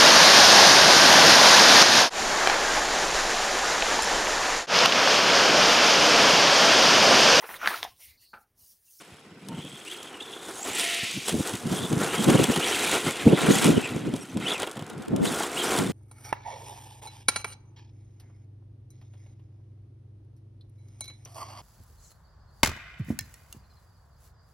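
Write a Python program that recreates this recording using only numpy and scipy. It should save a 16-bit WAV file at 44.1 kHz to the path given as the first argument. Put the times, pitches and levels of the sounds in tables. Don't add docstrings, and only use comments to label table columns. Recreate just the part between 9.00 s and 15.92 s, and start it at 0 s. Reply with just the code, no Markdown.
import sys
import numpy as np
from scipy import signal
from scipy.fft import rfft, irfft, next_fast_len
from scipy.io import wavfile
from scipy.ndimage import uniform_filter1d, map_coordinates

SR = 44100
rng = np.random.default_rng(int(sys.argv[2]) if len(sys.argv) > 2 else 0)


def wrap_up_sound(samples):
    columns = np.atleast_2d(samples).T
    tamed = np.clip(columns, -1, 1)
    steps = np.round(tamed * 32767).astype(np.int16)
    wavfile.write(sys.argv[1], SR, steps)


N = 305172
TOP_HZ = 15810


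def amp(db):
    return 10 ** (np.asarray(db) / 20)


def unit(x):
    return x / np.sqrt(np.mean(x ** 2) + 1e-20)


def along(points, hz):
    point_hz, values = np.transpose(points)
    return np.interp(np.log(hz + 1), np.log(point_hz + 1), values)


def curves(rows):
    time_s, *columns = np.transpose(rows)
    return [np.interp(np.arange(N) / SR, time_s, column) for column in columns]


def wobble(rate):
    coarse = np.arange(0, N + 32, 32)
    knots = coarse * rate / SR
    values = map_coordinates(rng.standard_normal(int(knots[-1]) + 4), [knots])
    return np.interp(np.arange(N), coarse, values)


def filtered(x, response):
    size = next_fast_len(N + 8192, True)
    return irfft(rfft(x, size) * response(np.fft.rfftfreq(size, 1 / SR)), size)[..., :N]


def coloured(x, spectrum):
    return unit(filtered(x, lambda hz: amp(along(spectrum, hz))))


def noise(spectrum):
    return coloured(rng.standard_normal(N), spectrum)


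def grains(rate, spread_db, life):
    draw = rng.random(N) * SR / rate
    hits = np.flatnonzero(draw < 1)
    power = np.zeros(N)
    size_db = spread_db * np.minimum(-np.log(draw[hits] + 1e-9), 5)
    power[hits] = amp(size_db) ** 2
    power = signal.lfilter([1], [1, -np.exp(-2 / (life * SR))], power)
    return np.sqrt(power) * rng.standard_normal(N)


def patchy(x, depth_db):
    bins = signal.stft(x, nperseg=256)[2]
    field = uniform_filter1d(rng.standard_normal(bins.shape), size=3, axis=0)
    field = uniform_filter1d(field, size=3, axis=1)
    return unit(signal.istft(bins * amp(depth_db * unit(field)), nperseg=256)[1][:N])


def scatter(x, t60):
    t = np.arange(SR // 4) / SR
    tail = rng.standard_normal(len(t)) * amp(-60 * t / t60) * (t > .002)
    return signal.oaconvolve(x, tail / np.linalg.norm(tail))[:N]


def add(track, s, sound):
    start = int(np.clip(round(s * SR), 0, N - 1))
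    track[start:start + len(sound)] += sound[:N - start]


def trees(rustle_db=-61.5):
    needles = [(30, -40), (200, -34), (1200, 6), (2500, 10), (4000, 1), (5300, 7.5),
               (7500, -20), (11000, -30), (15800, -48)]
    return amp(rustle_db + 3 * wobble(2.75)) * coloured(rng.standard_normal((2, N)), needles)


# (time [s], level [dB])
BREEZE_LEVELS = [(0, -61), (1.05, -69), (1.7, -58), (2.1, -61), (3.1, -44), (3.8, -56), (4.7, -47),
                 (5.6, -55), (6.92, -54)]
BREEZE_ACROSS_DB = -22
# (middle [s], length [s], level [dB], port difference re gust [dB])
WIND_GUSTS = [(.33, .16, -51, -30), (.53, .16, -44, -30), (.69, .14, -47.5, -30), (2.37, .09, -38, -13),
              (2.75, .2, -35, -11), (3.0, .22, -38, -11), (3.34, .19, -30, -7), (4.31, .12, -28, -10),
              (4.49, .17, -29.5, -5), (4.7, .19, -27.5, -4), (5.05, .28, -38, -9), (5.41, .1, -41, -12),
              (5.98, .14, -42, -3), (6.2, .17, -28.5, -1), (6.85, .1, -38, 0)]


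def airflow():
    t = np.arange(N) / SR
    power = amp(curves(BREEZE_LEVELS)[0]) ** 2
    across = power * amp(BREEZE_ACROSS_DB) ** 2
    for middle, length, db, across_db in WIND_GUSTS:
        away = np.square(2 * (t - middle) / length)
        gust = np.square(amp(db) / (1 + away * away))
        power = power + gust
        across = across + gust * amp(across_db) ** 2
    return 10 * np.log10(power), 10 * np.log10(across / power)


# (middle [s], level [dB], length [s])
PORT_EDDIES = [(.132, -46, .027), (.54, -33, .04), (.586, -32, .014), (2.037, -31.5, .012),
               (2.175, -29, .03), (2.349, -20, .041), (2.403, -18.5, .014), (2.546, -26, .018),
               (2.664, -24, .03), (2.73, -21, .035), (2.93, -19, .033), (2.974, -19, .013),
               (3.206, -21.5, .04), (3.291, -10.5, .031), (3.323, -17, .018), (3.354, -10, .016),
               (3.399, -12, .011), (3.42, -17.5, .02), (3.499, -15, .019), (3.582, -20.5, .022),
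               (4.073, -24, .037), (4.268, -28, .022), (4.305, -18.5, .025), (4.335, -8.5, .02),
               (4.447, -21, .015), (4.489, -11, .009), (4.507, -9, .016), (4.657, -16, .023),
               (4.692, -14, .043), (4.78, -14, .017), (4.965, -22.5, .025), (5.082, -22.5, .039),
               (5.142, -22, .018), (5.367, -22, .032), (5.824, -33, .03), (6.141, -18, .014),
               (6.214, -23, .027), (6.809, -23.5, .04), (6.901, -24.5, .02)]
EDDY_REF_DB, EDDY_DB_PER_OCTAVE = -21, 42
# (frequency [Hz], level [dB per Hz])
BUFFET_SPECTRUM = [(20, -62), (40, -44), (65, -16.5), (100, -6), (150, 2.3), (240, 1), (330, -3.5),
                   (430, -9), (560, -18), (900, -28.5), (4000, -98)]
# (frequency [Hz], level [dB])
PORT_DIFFERENCE = [(30, -32), (70, -21), (150, -7), (280, 1), (550, 4), (1200, 2)]


def wind(level_db, across_db, breeze_db=4, lump_db=4.8, eddy_db=-0.73):
    t = np.arange(N) / SR
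    flows = []
    for _ in range(2):
        swirl = noise(BUFFET_SPECTRUM)
        flow = amp(level_db + breeze_db) * unit(amp(lump_db * wobble(40)) * swirl)
        for middle, db, length in PORT_EDDIES:
            near = slice(max(int((middle - 2 * length) * SR), 0), int((middle + 2 * length) * SR))
            offset = t[near] - middle
            shape = np.exp(-np.abs(2 * offset / length) ** 1.13)
            speed = 2 ** ((db - EDDY_REF_DB) / EDDY_DB_PER_OCTAVE)
            puff = shape * np.interp(rng.uniform(1, t[-1] - 1) + offset * speed, t, swirl)
            flow[near] += amp(db + eddy_db) * puff * np.linalg.norm(shape) / np.linalg.norm(puff)
        flows.append(flow)
    common, apart = flows
    apart = amp(across_db) * filtered(apart, lambda hz: amp(along(PORT_DIFFERENCE, hz)))
    return np.array([common + apart, common - apart])


def churn(wind_db, churn_db=-38.5, ref_db=-30, grows=1.5, lump_db=3.5):
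    level_db = churn_db + grows * (wind_db - ref_db)
    fine = [(120, -35), (300, -6), (480, 0), (720, -3), (1100, -14), (2500, -38), (6000, -80)]
    return np.array([amp(level_db) * unit(amp(lump_db * wobble(55)) * noise(fine)) for _ in range(2)])


# (start [s], length [s], pitch [Hz], level [dB], pitch unsteadiness [fraction])
RINGING_PARTS = [(0.49, .12, 910, -49, .02), (1.8, .33, 681, -44, .023), (4.98, .03, 6100, -52, .04),
                 (5.208, .04, 5700, -50, .04), (5.208, .04, 8300, -50, .03), (5.222, .02, 11100, -50, .015),
                 (5.295, .04, 6050, -55, .05)]


def rings(flutter_db=2):
    out = np.zeros(N)
    waver, flutter = wobble(350), flutter_db * wobble(150)
    for s, length, hz, db, drift in RINGING_PARTS:
        u = np.arange(int(length * SR)) / (length * SR)
        near = int(s * SR) + np.arange(len(u))
        phase = 2 * np.pi * np.cumsum(hz * (1 + drift * waver[near])) / SR
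        envelope = (1 - np.exp(-u / 0.05)) * (1 - u)
        add(out, s, 2 * amp(db + flutter[near]) * envelope * np.sin(phase))
    return out


# (start [s], fade by 20 dB [s], level [dB])
DIRT_SHOWERS = [(.6, 1.2, -60), (4.8, 1.0, -50), (5.66, .5, -53.5)]
# (frequency [Hz], level [dB per Hz])
GRIT_SPECTRUM = [(600, -50), (2000, -20), (3300, 2), (4300, -3), (5400, -3), (6800, -1), (8200, 0.5),
                 (10500, -3.5), (12000, -9), (13200, -17), (14400, -11.5), (15800, -21)]


def patter():
    t = np.arange(N) / SR
    level = sum((t > s) * amp(db - 20 * np.maximum(t - s, 0) / fade) for s, fade, db in DIRT_SHOWERS)
    return level * coloured(grains(rate=70, spread_db=3.2, life=0.002), GRIT_SPECTRUM)


# (time [s], rolling roar [dB], tread whir [dB], thrown dirt [dB])
DRIVE_LEVELS = [(0, -56, -54, -56), (.36, -58, -61, -69), (.62, -54, -52, -53.5), (1.15, -48, -52.5, -56.5),
                (1.55, -45.5, -53, -45.5), (2.1, -53, -52, -41.5), (2.25, -51, -53, -44),
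                (2.4, -47, -46, -38), (2.62, -46, -51, -48), (2.72, -39.5, -50, -40), (2.95, -39, -46, -43),
                (3.2, -36.5, -40, -39), (3.55, -34.5, -34.5, -36), (4.02, -38.5, -35, -37),
                (4.27, -41, -38.5, -43.5), (4.72, -36, -38, -41), (4.9, -42, -42.5, -52),
                (5.3, -51.5, -53, -56), (5.68, -44, -52, -58), (6.13, -49.5, -59, -65),
                (6.4, -38.5, -45, -43), (6.92, -42, -44.5, -45)]
RATTLE_PER_S, RATTLE_DB, RATTLE_SPREAD_DB = 16, 5, 2.5


def rattles(body_db=-3):
    rolling = curves(DRIVE_LEVELS)[0]
    hits = np.flatnonzero(rng.random(N) < RATTLE_PER_S / SR)
    size_db = rolling + RATTLE_DB + RATTLE_SPREAD_DB * rng.standard_normal(N)
    return [(i / SR, size_db[i], body_db) for i in hits]


# (time [s], snap level [dB], body knock re snap [dB])
CHASSIS_CLACKS = [(.4855, -26, -6.5), (.649, -33, -3), (.8496, -33, -12), (1.029, -28, -14),
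                  (1.6505, -24, -6), (1.732, -23, -9), (2.2822, -11.5, -7), (2.292, -15.5, -5),
                  (2.4732, -16, -15), (2.4934, -20, -6), (2.5351, -23, -3), (2.5526, -19, -18),
                  (2.9275, -19, -5), (3.044, -19, -3), (3.2417, -12, -6), (3.3015, -14, -1),
                  (3.4324, -18, -10), (3.4397, -7, -10), (3.5603, -13.5, 1), (3.894, -15, -10),
                  (3.914, -11, -17), (4.1082, -17, -16), (4.6434, -9, -8), (4.8742, -28, -5),
                  (4.9076, -29, -8), (5.138, -28, 2), (5.1622, -25, -7), (5.3707, -26, 1.5),
                  (5.5791, -25, -7), (5.599, -20, -4), (5.6198, -20, -3), (5.63, -23, 5), (5.6717, -25, 5),
                  (5.7124, -25, -10), (5.769, -32, 4), (5.7924, -32, 5), (5.823, -34, 3),
                  (5.898, -30.5, -4), (6.0206, -35, -14), (6.081, -34, -14), (6.1619, -22, -6),
                  (6.4328, -21, 3), (6.787, -12, -11)]


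def chassis(snap_t60=0.017, knock_t60=0.05, snap_db=-5.3, knock_db=-6, attack=0.0006):
    snaps, knocks = np.zeros(N), np.zeros(N)
    t = np.arange(SR // 10) / SR
    rise = 1 - np.exp(-t / attack)
    for s, db, body_db in CHASSIS_CLACKS + rattles():
        add(snaps, s, rise * amp(db + snap_db - 60 * t / snap_t60))
        add(knocks, s, rise * amp(db + body_db + knock_db - 60 * t / knock_t60))
    shell = [(150, -20), (450, 10), (1000, 2), (2000, -10), (3200, 0), (4500, -17), (9000, -35)]
    return snaps * noise(GRIT_SPECTRUM) + knocks * noise(shell)


# (full swell [s], rise by 20 dB [s], hold [s], fade by 20 dB [s], level [dB])
JUMP_SWELL = (1.87, .23, .11, .42, -30.3)
# (frequency [Hz], level [dB per Hz])
RACING_SPECTRUM = [(600, -45), (1100, -27), (1380, -9), (1570, -15), (1800, -1), (2500, 0), (3100, 0),
                   (3700, -4.5), (5000, -13), (8000, -24), (16000, -55)]
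RACING_FAST_SPECTRUM = [(1100, -30), (1800, -8), (2400, 1), (3100, 0), (4000, -4), (5500, -7.5),
                        (7500, -14), (16000, -45)]


def jump(brighten_from=1.96, brighten_s=.17):
    full, rise, hold, fade, db = JUMP_SWELL
    t = np.arange(N) / SR
    before = np.maximum(full - t, 0) / rise
    after = np.maximum(t - full - hold, 0) / fade
    level_db = db - 20 * before ** 2 - 20 * after ** 1.3
    fast = np.clip((t - brighten_from) / brighten_s, 0, 1)
    early, late = noise(RACING_SPECTRUM), noise(RACING_FAST_SPECTRUM)
    return amp(level_db) * (np.sqrt(1 - fast) * early + np.sqrt(fast) * late)


# (start [s], hold [s], fade by 20 dB [s], roar [dB], whir [dB], grit [dB])
WHEELSPINS = [(.52, .06, .08, -50, -55, -70), (.875, .06, .1, -60, -46.5, -46.5),
              (1.48, .04, .07, -43, -58, -50), (1.66, .05, .07, -39, -41, -40),
              (1.75, .03, .1, -45, -42, -36), (1.795, .04, .36, -42, -43, -31.5),
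              (2.283, .02, .05, -38, -35, -31), (2.445, .065, .05, -38, -44, -39),
              (2.55, .015, .03, -44, -43, -43), (3.015, .045, .08, -31, -39, -35),
              (3.135, .025, .07, -32.5, -33.5, -34), (3.2, .04, .04, -42, -44, -38),
              (3.285, .07, .08, -32, -39, -39), (3.415, .035, .08, -33, -37, -35),
              (3.66, .27, .08, -36, -31.5, -34.7), (3.93, .045, .05, -31, -32.5, -38),
              (4.065, .02, .05, -35, -37, -46), (4.195, .02, .04, -41, -36, -42),
              (4.38, .11, .1, -30, -33.5, -36), (4.51, .14, .17, -31.5, -30.5, -31),
              (5.41, .05, .06, -42, -41, -50), (5.475, .06, .05, -35, -36, -41.5),
              (5.6, .035, .05, -36, -39.5, -43.5), (6.255, .18, .08, -35.3, -42, -36.3),
              (6.58, .08, .08, -34, -38, -35.5), (6.69, .1, .12, -29.5, -37, -34)]
SPIN_ATTACK_S = .04


def traction():
    t = np.arange(N) / SR
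    power = amp(curves(DRIVE_LEVELS)) ** 2
    for start, hold, fade, roar_db, whir_db, grit_db in WHEELSPINS:
        outside = np.maximum(start - t, 0) / SPIN_ATTACK_S + np.maximum(t - start - hold, 0) / fade
        near = outside < 4
        power[:, near] += np.outer(amp([roar_db, whir_db, grit_db]), amp(-20 * outside[near])) ** 2
    return 10 * np.log10(power)


def chatter(rate=150, centre_hz=2500, spread=.29, length=.02, glide=.16, spread_db=3.5):
    out = np.zeros(N)
    u = np.linspace(-1, 1, int(length * SR))
    starts = np.flatnonzero(rng.random(N) < rate / SR) / SR
    draws = np.clip(rng.standard_normal((len(starts), 3)), -2, 1.5)
    for s, (pitch, slope, size) in zip(starts, draws):
        hz = centre_hz * np.exp(spread * pitch + glide * slope * u / 2)
        tone = np.sin(2 * np.pi * np.cumsum(hz) / SR)
        add(out, s, amp(spread_db * size) * (1 - u * u) * tone)
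    return unit(out)


# (frequency [Hz], level [dB per Hz])
ROAR_SPECTRUM = [(25, -50), (50, -17), (170, -8), (350, 2.5), (440, 2.5), (600, -6), (720, -1), (860, -5),
                 (1050, -3.5), (1170, -7), (1400, -3), (1600, -8), (2200, -15), (4000, -35), (9000, -54)]
WHIR_SPECTRUM = [(500, -55), (1100, -21), (1380, -4.5), (1620, -8), (1900, -1), (2600, 0), (3300, -2),
                 (4000, -6.5), (5200, -14.5), (9000, -19), (16000, -58)]


def tyres(roar_db=2.0, whir_db=-1.7, chatter_db=-6, grit_db=0.4, bump_db=1.3, rut_db=.8):
    rolling, spinning, thrown = traction()
    bumps = bump_db * wobble(70) + rut_db * wobble(22)
    ground = coloured(grains(rate=2800, spread_db=2.5, life=0.0031), ROAR_SPECTRUM)
    roar = amp(rolling + roar_db + bumps) * ground
    tread = patchy(coloured(grains(rate=3600, spread_db=3, life=0.0013), WHIR_SPECTRUM), depth_db=2)
    whir = amp(spinning + 0.62 * bumps) * (amp(whir_db) * tread + amp(chatter_db) * chatter())
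    spray = patchy(coloured(grains(rate=5200, spread_db=3.7, life=0.0017), GRIT_SPECTRUM), depth_db=2.4)
    grit = amp(thrown + grit_db + bumps) * spray
    return roar + whir + grit


# (start [s], run-up [s], hold [s], start mesh pitch [Hz], reached pitch [Hz], level [dB])
THROTTLE_SQUEEZES = [(.5, .13, .21, 2900, 3350, -47.5), (.84, .075, .03, 2250, 3250, -41.5),
                     (.96, .03, .11, 3300, 3300, -47.5), (1.11, .035, .01, 3300, 2950, -50),
                     (1.175, .045, .01, 2500, 3600, -44.5), (1.24, .03, .26, 3400, 3450, -47.5),
                     (1.56, .07, .02, 6100, 7500, -39), (1.69, .055, .02, 6400, 7900, -38.5),
                     (1.775, .04, .025, 8100, 9100, -37.5), (2.67, .15, .04, 2850, 3550, -38.5),
                     (3.05, .05, .04, 2650, 2850, -39), (3.15, .04, .02, 2900, 3300, -37),
                     (3.33, .065, .03, 3300, 2700, -34.5), (3.52, .035, .01, 2600, 3100, -38),
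                     (3.59, .055, .005, 1950, 3400, -31), (3.655, .03, .01, 4200, 6100, -37),
                     (4.31, .045, .01, 3200, 3400, -37), (4.375, .035, .02, 3300, 3850, -40),
                     (4.5, .045, .005, 6000, 7200, -32), (4.75, .025, .005, 3200, 2900, -36),
                     (4.82, .025, .012, 2650, 2600, -33.5), (5.43, .055, .04, 2000, 3450, -29.5),
                     (5.535, .02, .005, 3000, 2700, -33), (6.232, .042, .003, 1800, 3900, -33),
                     (6.553, .03, .04, 2300, 3150, -33.5), (6.62, .05, .02, 3900, 5800, -39.5)]
RUN_UP_DB = 17
HOLD_FADE_DB_PER_S, RELEASE_DB_PER_S = 22, 520
COAST_S = .22


def motor():
    pitch, level_db = np.full(N, 2000.), np.full(N, -90.)
    age = np.zeros(N)
    for start, run_up, hold, from_hz, to_hz, db in THROTTLE_SQUEEZES:
        first = max(int((start - 2 * run_up) * SR), 0)
        last = min(int((start + run_up + hold) * SR) + SR // 4, N)
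        near = np.arange(first, last)
        t = near / SR - start
        progress = np.minimum(t / run_up, 1)
        held = np.clip(t - run_up, 0, hold)
        coasting = np.maximum(t - run_up - hold, 0)
        loud = db - RUN_UP_DB * (1 - progress) ** 2
        loud = loud - HOLD_FADE_DB_PER_S * held - RELEASE_DB_PER_S * coasting
        speed = from_hz + (to_hz - from_hz) * np.maximum(progress, 0)
        speed = speed * np.exp(-coasting / COAST_S)
        rules = loud > level_db[near]
        pitch[near[rules]] = speed[rules]
        level_db[near[rules]] = loud[rules]
        age[near[rules]] = np.maximum(t[rules], 0)
    return pitch, level_db, age


def controller(pitch, level_db, switch_hz=8050, sing_db=-63):
    driven = np.clip((level_db + 62) / 10, 0, 2) * (pitch < 4500)
    carrier = np.sin(2 * np.pi * switch_hz * np.arange(N) / SR)
    return driven * amp(sing_db + 2.5 * wobble(20)) * wobble(350) * carrier


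SHUDDER_ONSET_S = .055
CASE_HZ, CASE_WIDTH_HZ, CASE_DB = 7700, 500, 10


def gears(pitch, level_db, age, shudder_hz=72, sag=0.1, jitter=.026, flutter_db=3, second_db=-19,
          third_db=-22, echo_db=-9, gain_db=1.1, hum_db=-6, early_shudder=.62, rasp_db=-11,
          lower_ratio=.82, lower_db=-15):
    depth = 1 - (1 - early_shudder) * np.exp(-(age / SHUDDER_ONSET_S) ** 4)
    slips = np.cumsum(shudder_hz * np.exp(0.4 * wobble(60))) / SR % 1
    bend = 1 + depth * (sag * (1 - 2 * slips) + .02 * wobble(90)) + jitter * wobble(600)
    phase = 2 * np.pi * np.cumsum(pitch * bend) / SR
    tone = np.sin(phase) + amp(lower_db + 4 * wobble(45)) * np.sin(lower_ratio * phase)
    for k, db in enumerate([second_db, third_db], start=2):
        case_db = CASE_DB * np.exp(-((k * pitch - CASE_HZ) / CASE_WIDTH_HZ) ** 2)
        in_band = np.clip((TOP_HZ - k * pitch) / 1500, 0, 1)
        tone = tone + amp(db + case_db) * np.sin(k * phase) * in_band
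    grip = np.abs(np.sin(np.pi * slips)) ** 1.3
    swell = (1 - depth + depth * grip) * amp(flutter_db * wobble(110))
    rasp = 1 + amp(rasp_db) * noise([(50, 0), (600, 0), (1400, -14), (3000, -50)])
    whine = amp(level_db + gain_db) * unit(tone * swell * rasp)
    shaft = np.sin(phase / 9)
    hum = amp(level_db + hum_db + 3.2 * wobble(50)) * shaft
    return whine + hum + amp(echo_db) * scatter(whine, t60=0.039)


def scene(width_db=-33):
    wind_db, across_db = airflow()
    background = trees() + wind(wind_db, across_db) + churn(wind_db)
    pitch, level_db, age = motor()
    body = rings() + patter() + chassis()
    wheels = jump() + tyres()
    drive = controller(pitch, level_db) + gears(pitch, level_db, age)
    truck = body + wheels + drive
    side = amp(width_db) * scatter(truck, t60=0.04)
    return background + truck + np.array([side, -side])


def record(dry, low_cut_hz=36):
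    rounded = dry / (1 + (np.abs(dry) / .9) ** 6) ** (1 / 6)
    return filtered(rounded, lambda hz: (hz < TOP_HZ) * hz ** 2 / np.hypot(hz ** 2, low_cut_hz ** 2))


dry = scene()
out = record(dry)
wrap_up_sound(out)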